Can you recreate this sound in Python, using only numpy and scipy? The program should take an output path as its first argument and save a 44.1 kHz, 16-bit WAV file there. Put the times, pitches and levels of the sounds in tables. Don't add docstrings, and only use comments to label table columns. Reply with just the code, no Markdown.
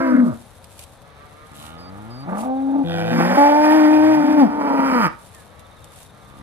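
import sys
import numpy as np
from scipy import signal
from scipy.fft import rfft, irfft, next_fast_len
from scipy.io import wavfile
from scipy.ndimage import uniform_filter1d

SR = 44100
rng = np.random.default_rng(int(sys.argv[2]) if len(sys.argv) > 2 else 0)


def materialize(psi):
    bounded = np.clip(np.atleast_2d(psi).T, -1, 1)
    quanta = np.round(bounded * 32767).astype(np.int16)
    wavfile.write(sys.argv[1], SR, quanta)


N = 283122
TIME = np.arange(N) / SR
CUTOFF_HZ = 15800


def from_db(db):
    return 10 ** (np.asarray(db) / 20)


def rms_one(x):
    return x / np.sqrt(np.mean(x ** 2) + 1e-20)


def band(x, edges_hz, kind, order=4):
    return signal.sosfilt(signal.butter(order, edges_hz, kind, fs=SR, output="sos"), x)


def colour(x, points):
    size = next_fast_len(N + 4096)
    hz, db = np.transpose(points)
    bin_hz = np.arange(size // 2 + 1) * SR / size
    gain = from_db(np.interp(np.log(bin_hz + 1), np.log(hz), db))
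    return irfft(rfft(x, size) * gain, size)[..., :N]


def drift(knots_per_s, size):
    knots = np.arange(size) * knots_per_s / SR
    return rms_one(np.interp(knots, np.arange(8192), rng.standard_normal(8192)))


def even(x, size=1500):
    return x / np.sqrt(np.abs(uniform_filter1d(x * x, size)) + 1e-12)


def fade(start, end, fade_s=.02):
    return np.clip(1 + np.minimum(TIME - start, end - TIME) / fade_s, 0, 1)


def progress(start, end):
    return np.clip((TIME - start) / (end - start), 0, 1)


def from_right(x):
    # f/Hz, phase lag/rad
    lag = [(0, 1.6), (260, 1), (1000, 1.62), (2100, 1.6), (4300, 2.65), (7200, 3.9), (12500, 6.4)]
    size = next_fast_len(N + 4096)
    bin_hz = np.arange(size // 2 + 1) * SR / size
    phase = np.interp(bin_hz, *np.transpose(lag))
    left = irfft(rfft(x, size) * np.exp(-1j * phase), size)[:N]
    return np.array([left, x])


def field(level_db=-48.5, side_db=-7, left_db=2.5):
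    # f/Hz, level/dB
    spectrum = [(15, -47), (25, -13), (97, 0), (126, -5), (366, -16.5), (488, -11.5), (533, -9),
                (1130, -15), (1610, -19), (2900, -31), (3650, -22.5), (5000, -30.5), (6500, -20.5),
                (11000, -120)]
    mid, side = band(colour(rng.standard_normal((2, N)), spectrum), 4530, "low")
    left_right = np.array([[1], [-1]])
    wash = rms_one(mid) + from_db(side_db) * rms_one(side) * left_right
    return from_db(level_db + left_db * left_right) * wash


def resonate(x, modes, wander=0):
    wander_knots_per_s = 14
    out = 0
    for k, (hz, width_hz, db) in enumerate(modes):
        r = np.exp(-np.pi * width_hz / SR)
        path = np.cumsum(1 + wander * drift(wander_knots_per_s, x.shape[-1]))
        turn = np.exp(2j * np.pi * hz / SR * path)
        ringing = turn * signal.lfilter([1, 1], [1, -r], x * turn.conj())
        out = out + (-1) ** k * from_db(db) * (1 - r) * ringing.real
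    return out


def moo(gesture, throat, jitter=0.038, chest_air=0.34, mouth_air=6.8, rasp_air=4, top_hz=3800,
        hiss_db=-35, doubling=0.61):
    # f/Hz, level/dB
    breath = [(2800, -12), (4100, 1.5), (4650, 12.5), (5300, 11), (6000, 1), (11000, -2.5), (13000, -4),
              (15500, -36.5)]
    throat_wander = .014
    flutter_db, flutter_knots_per_s = 1.5, 28
    gate, *controls = gesture
    on = gate > 0
    t, out = TIME[on], np.zeros(N)
    pitch, chest_db, mouth_db, rasp_db, rough = [np.broadcast_to(c, N)[on] for c in controls]
    pitch = pitch * (1 + .003 * drift(25, len(t)) + jitter * rough * drift(260, len(t)))
    cycles = np.cumsum(pitch) / SR
    flow = .5 - cycles % 1
    pulses = rms_one(band(np.diff(flow, prepend=.5), CUTOFF_HZ, "low", order=2))
    pulses = pulses * (1 + doubling * rough * np.cos(np.pi * cycles))
    puffs = rms_one(rng.standard_normal(len(t)) * (.5 + 2 * np.exp(-4 * (cycles % 1))))
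    tone, air = resonate(np.array([pulses, puffs * rough]), throat, throat_wander)
    rumble = chest_air * rough * rms_one(band(puffs, [190, 330], "band"))
    chest = band(rms_one(flow) + rumble, 336, "low", order=6)
    chest = even(band(chest, 140, "high", order=2))
    mouth = even(band(tone + mouth_air * air, [470, 1050], "band"))
    rasp = band(tone + rasp_air * air, 1195, "high", order=6)
    rasp = even(band(rasp, top_hz, "low"))
    rasp_db = rasp_db + flutter_db * drift(flutter_knots_per_s, len(t))
    shimmer = from_db(2 * rough * drift(90.04, len(t)))
    voice = from_db(chest_db) * chest + from_db(mouth_db) * mouth + from_db(rasp_db) * rasp
    out[on] = shimmer * voice
    hiss = np.zeros(N)
    hiss[on] = puffs * from_db(rasp_db + hiss_db)
    return (out + colour(hiss, breath)) * gate


def held(note, ending=None):
    s, *columns = np.transpose(note)
    pitch, chest_db, mouth_db, rasp_db, rough = [np.interp(TIME, s, c) for c in columns]
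    if ending is None:
        return fade(s[0], s[-1]), pitch, chest_db, mouth_db, rasp_db, rough
    sink, silent, octaves_per_s, push_db, loss_db_per_octave = ending
    knee_s = .021
    push_octaves, rasp_push = 0.24, 0.37
    sunk = octaves_per_s * knee_s * np.logaddexp(0, (TIME - sink) / knee_s)
    push = push_db * sunk / push_octaves * np.exp(1 - sunk / push_octaves)
    loss = loss_db_per_octave * sunk
    steadied = rough * from_db(-push / 2)
    return (fade(s[0], silent, fade_s=.022), pitch / 2 ** sunk, chest_db + push - loss,
            mouth_db + push - loss, rasp_db + rasp_push * push - loss, steadied)


def growl(start, end, start_hz, end_hz, chest_db, mouth_db, rasp_db, swell_db):
    roughness, overtone_swell = 0.16, 0.19
    attack_s, onset_db = 0.096, 12
    done = progress(start, end)
    pitch = 1 / ((1 - done) / start_hz + done / end_hz)
    effort_db = swell_db * (done - 1)
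    late_db = onset_db * (1 - progress(start, start + attack_s))
    overtone_db = overtone_swell * effort_db - late_db
    return (fade(start, end), pitch, chest_db + effort_db, mouth_db + overtone_db,
            rasp_db + overtone_db, roughness)


def nose_buzz(gate, pitch, start, end, lower_hz, upper_hz, db, sag=.06, width_hz=190, jitter=.003):
    on, out = (TIME > start) & (TIME < end), np.zeros(N)
    done = progress(start, end)[on]
    harmonics = np.arange(16, 70)[:, None]
    hz = harmonics * pitch[on]
    cycles = np.cumsum(pitch * (gate > 0))[on] / SR + jitter * drift(260, len(done))
    centres = [centre * (1 - sag * done) for centre in (lower_hz, upper_hz)]
    nose = sum((1 + 1j * (hz - centre) / width_hz) ** -2 for centre in centres)
    buzz = np.real(nose * np.exp(2j * np.pi * harmonics * cycles)).sum(axis=0)
    out[on] = from_db(db) * rms_one(buzz) * np.sin(np.pi * np.sqrt(done)) ** 2
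    return out


def voice_break(start, end, start_hz, end_hz, chest_db, mouth_db, rasp_db, rough):
    arch_db = 1.5
    done = progress(start, end)
    effort_db = -arch_db * (2 * done - 1) ** 2
    pitch = start_hz + (end_hz - start_hz) * done
    return (fade(start, end, fade_s=0.027), pitch, chest_db + effort_db, mouth_db + effort_db,
            rasp_db + effort_db, rough)


def cracks(throat):
    # t/s, level/dB
    closures = [(3.202, -8), (3.208, -8), (3.33, -11), (3.37, -9)]
    slaps = np.zeros(N)
    for s, db in closures:
        slaps[int(s * SR)] = from_db(db)
    click = band(resonate(signal.unit_impulse(2048), throat), 3000, "low", order=2)
    return signal.fftconvolve(slaps, click / np.abs(click).max())[:N]


def near_cows():
    # f/Hz, width/Hz, level/dB
    open_throat = [(272, 91, 6), (624, 60, 7), (937, 73, -5), (1186, 135, -8.5), (1505, 69, -19.5),
                   (2030, 170, -39)]
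    thin_throat = [(520, 49, 5), (643, 64, -10), (1150, 380, -10), (1510, 270, -1.5), (1920, 89, -12),
                   (2110, 80, -10)]
    round_throat = [(149, 340, -4), (511, 160, -0.5), (608, 87, 2), (840, 96, 1), (1177, 32, -4.5),
                    (1512, 170, -15.5), (1580, 125, -16.5), (2650, 340, -48)]
    nasal_throat = [(114.3, 480, 4.5), (746, 95, 16.5), (1507, 110, 0.5), (1967, 75, -6), (2410, 99, -6),
                    (3050, 76, -8.5), (3530, 220, -12)]
    wide_throat = [(298, 111, 2), (540, 273, 0), (722, 147, 4), (862.4, 63.8, 4.5), (1078, 112, -8.5),
                   (1500, 200, -17.5), (1829, 155, -17.5), (2397, 190, -21.5), (3030, 1400, -32)]
    hoarse_throat = [(294, 128, -1.5), (470, 83, 1.5), (624, 33, 0.5), (935, 73, 2), (1243, 117, -3.5),
                     (1415, 175, -8.5), (1944, 174, -17), (2333, 130, -18.5), (3155, 220, -30.5)]
    # f/Hz, width/Hz, level/dB
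    hum_throat = [(169, 163, 5.5), (525, 220, -1.5), (650, 27, -19), (1150, 220, -41)]
    # t/s, pitch/Hz, chest level/dB, mouth level/dB, rasp level/dB, roughness
    sinking_note = [(0, 335.6, -27.5, -28.5, -28, 0.11), (.11, 318.2, -26, -35, -28, 0.16),
                    (.15, 278.8, -18, -35, -41, .45), (.25, 238.7, -25.5, -36, -41, 0.19)]
    fading_note = [(0, 271.1, -25.5, -30, -29, 0.23), (.11, 253.6, -17, -30, -32, 0.24),
                   (.2, 247.2, -16, -35, -37, 0.83), (.24, 239.5, -16, -38, -56, .3),
                   (.37, 235.3, -40.5, -59, -56, 0.26)]
    rising_note = [(2.45, 255.8, -27, -30.5, -44, 0.25), (2.51, 262.7, -24.5, -26, -50, 0.027),
                   (2.65, 270.1, -23.5, -36, -50, 0.11), (2.76, 278.6, -20.5, -31.5, -47.5, 0.61),
                   (2.825, 271.3, -20, -32.5, -48, 0.29)]
    low_note = [(2.852, 168.3, -27.5, -33.5, -57, 0.068), (3.11, 167, -26, -28.5, -59, 0.13),
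                (3.21, 168.1, -20.5, -31, -25, 0.23), (3.35, 193.6, -26, -23, -60, 0.27)]
    bellow_note = [(3.385, 283, -15, -12, -24, 0.16), (3.553, 297.5, -19.5, -16, -26, 0.17),
                   (3.759, 309.6, -14, -19.5, -24.5, 0.17), (3.869, 302.5, -13, -22, -29, 0.21),
                   (4.111, 311.5, -15, -20.5, -27.5, .15), (4.215, 297.2, -17, -26, -29.5, 0.31),
                   (4.36, 305.5, -17.5, -25.5, -32, 0.24)]
    hoarse_note = [(4.24, 263, -23.5, -41.5, -45, 0.32), (4.57, 298.9, -25.5, -27.5, -36, .45),
                   (4.72, 274.3, -21.5, -22, -29.5, .58), (4.89, 264.3, -22, -25, -27.5, 0.53),
                   (4.96, 250.4, -19, -23, -25, .38), (5.03, 238.9, -22.5, -26.5, -21.5, 0.27)]
    # sink t/s, silent t/s, sink rate/(octave/s), push/dB, loss/(dB/octave)
    endings = [(.245, .33, 13, 1.5, 3.5), (4.422, 4.47, 13.8, 10, 12), (5.008, 5.068, 9.5, 1, 2.5)]
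    growl_rows = [(1.52, 2.265, 69.1, 145.8, -36, -49.5, -51.5, 12.5),
                  (2.845, 3.138, 82.3, 124.2, -32.5, -32, -32.5, 8),
                  (3.944, 4.227, 76.9, 186.6, -32.5, -55, -42.5, 11.5),
                  (6.252, 6.42, 64.7, 69.9, -41.5, -80, -52.5, 16.5)]
    break_rows = [(2.28, 2.437, 176.6, 230.6, -28, -32, -36, 0.92),
                  (3.136, 3.21, 245.7, 229.4, -19.5, -33.5, -28.5, 1.23),
                  (3.203, 3.366, 222, 264.2, -26.5, -28.5, -26, 1)]
    # start t/s, end t/s, lower f/Hz, upper f/Hz, level/dB
    buzz_rows = [(1.532, 1.924, 3040, 3800, -51), (2.841, 3.161, 3400, 3570, -40.5)]
    growls = [growl(*row) for row in growl_rows]
    breaks = [voice_break(*row) for row in break_rows]

    out = moo(held(sinking_note, ending=endings[0]), open_throat, top_hz=2400, hiss_db=-23.0)
    out += moo(held(fading_note), thin_throat, top_hz=2500)
    out += moo(growls[0], round_throat, jitter=.015, mouth_air=1.2, rasp_air=3, top_hz=2000)
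    out += moo(breaks[0], round_throat, jitter=0.047, mouth_air=2.3, rasp_air=3.3, top_hz=2120)
    out += moo(held(rising_note), round_throat, chest_air=0.2, mouth_air=5.3, rasp_air=9.5, top_hz=2900)
    out += moo(held(low_note), hum_throat, jitter=0.024, mouth_air=2.6, rasp_air=2.3, top_hz=1810)
    out += moo(growls[1], nasal_throat, jitter=.06, rasp_air=4.5, hiss_db=-14)
    for part in breaks[1:]:
        out += moo(part, wide_throat, jitter=0.03, mouth_air=1.4, rasp_air=3.1, hiss_db=-14.0)
    out += moo(held(bellow_note, ending=endings[1]), wide_throat, jitter=0.039, mouth_air=1.65,
               rasp_air=7.5, hiss_db=-14.5)
    out += cracks(wide_throat)
    for (gate, pitch, *_), row in zip(growls, buzz_rows):
        out += nose_buzz(gate, pitch, *row)
    out += moo(growls[2], hoarse_throat)
    out += moo(held(hoarse_note, ending=endings[2]), hoarse_throat, jitter=.055, chest_air=.7,
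               mouth_air=1.8, rasp_air=2.2, hiss_db=-18.5, doubling=1.1)
    return out + moo(growls[3], round_throat)


def tree_echo(x, t60_s=.33, dull_hz=3000, thin_hz=350):
    t = TIME[:SR]
    tail = band(rng.standard_normal((2, SR)), dull_hz, "low", order=1)
    tail = tail * from_db(-60 * t / t60_s) * (t > .02)
    tail = band(tail, thin_hz, "high", order=1)
    return signal.fftconvolve(x[None], tail / np.sqrt(np.sum(tail ** 2) / 2), axes=1)[:, :N]


def grass(grain_db=3.2, clump_db=2, rustle_db=-61, snap_db=-8, snap_s=0.0087, tick_db=1, tick_s=.0015):
    # centre t/s, level/dB, Gaussian sigma/s
    swishes = [(.38, -57, .14), (.8, -49, .07), (1.62, -44.5, .045), (2.41, -44.5, .03), (5.23, -56, .04),
               (5.39, -55, .05), (5.98, -49.5, .055)]
    # t/s, relative level/dB
    stalks = [(0.6428, -41), (0.792, -36.5), (1.6647, -46), (5.348, -44), (5.5947, -46), (5.843, -41.5)]
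    # f/Hz, relative level/dB
    spectrum = [(1200, -41.5), (2500, -12), (6000, -17), (8500, -11), (11000, -11.5), (13000, -20),
                (15500, -32)]
    swish = from_db(rustle_db)
    for s, db, sigma_s in swishes:
        swish = swish + from_db(db) * np.exp(-((TIME - s) / sigma_s) ** 2 / 2)
    grains = from_db(grain_db * drift(1000, N) + clump_db * drift(49, N))
    snaps = 0
    for s, db in stalks:
        for gain_db, decay_s in ((snap_db, snap_s), (tick_db, tick_s)):
            snaps = snaps + from_db(db + gain_db) * (TIME >= s) * np.exp(-np.abs(TIME - s) / decay_s)
    noise = from_right(rng.standard_normal(N)) + 2.5 * rng.standard_normal((2, N))
    blades = rms_one(band(colour(noise, spectrum), 900, "high", order=2))
    return (swish * rms_one(grains) + snaps) * blades


def far_arch(start, end, crest, crest_hz, bend, mouth_db, rasp_db):
    chest_db, roughness, fade_db_per_s = -63.5, 0.04, 5
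    away_s = np.abs(TIME - crest)
    loss_db = fade_db_per_s * away_s
    pitch = crest_hz * (1 - bend * away_s ** 2)
    return fade(start, end), pitch, chest_db - loss_db, mouth_db - loss_db, rasp_db - loss_db, roughness


def far_cows():
    # f/Hz, width/Hz, level/dB
    far_throat = [(445, 52, 26), (1260, 133, 8), (1630, 110, -2.5), (2350, 75, -8)]
    far_moos = [(1.054, 2.242, 1.85, 156.4, 0.16, -55.5, -51.5),
                (5.303, 5.98, 5.6, 164, 1.15, -61.5, -58.5), (6.147, 6.406, 6.3, 152.8, 0.55, -63, -58)]
    return sum(moo(far_arch(*row), far_throat) for row in far_moos)


def whistles(waver_hz=70):
    calls = [(1.788, 1.892, 4900, 4740, -48), (2.11, 2.237, 4800, 4640, -47)]
    out = 0
    for start, end, start_hz, end_hz, db in calls:
        hz = start_hz + (end_hz - start_hz) * progress(start, end) + waver_hz * drift(150, N)
        tone = np.sin(2 * np.pi * np.cumsum(hz) / SR)
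        out = out + from_db(db) * fade(start, end, fade_s=0.011) * tone
    return out


def bird_trills(note_share=.65):
    trills = [(2.43, 2.8, .063, 3950, 3400, -58), (5.32, 5.45, .2, 1900, 1700, -52),
              (5.578, 5.85, .06, 3950, 3400, -56), (5.865, 6.12, .037, 3800, 3450, -55.5),
              (6.215, 6.42, .039, 3800, 3450, -59)]
    out = 0
    for start, end, spacing_s, top_hz, bottom_hz, db in trills:
        done = np.minimum((TIME - start) / spacing_s % 1 / note_share, 1)
        hz = top_hz + (bottom_hz - top_hz) * done + 50 * drift(28, N)
        level = from_db(db + drift(15, N)) * fade(start, end)
        out = out + level * np.sin(np.pi * done) * np.sin(2 * np.pi * np.cumsum(hz) / SR)
    return out


def scene():
    near, far = near_cows(), far_cows()
    echoes = tree_echo(from_db(-18) * near + from_db(-6.5) * far)
    herd = from_db(1.0) * from_right(near + far)
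    return field() + herd + echoes + grass() + from_right(whistles()) + bird_trills()


def record(dry):
    # f/Hz, left minus right/dB
    balance = [(60, 2.5), (330, 4), (560, -2), (850, -1.5), (1150, -6), (1450, -4), (2000, -4.5), (7000, 0)]
    left = colour(dry[0], [(hz, db / 2) for hz, db in balance])
    right = colour(dry[1], [(hz, -db / 2) for hz, db in balance])
    top_cut = signal.cheby2(12, 70, CUTOFF_HZ + 700, fs=SR, output="sos")
    return signal.sosfilt(top_cut, [left, right])


dry = scene()
out = record(dry)
materialize(out)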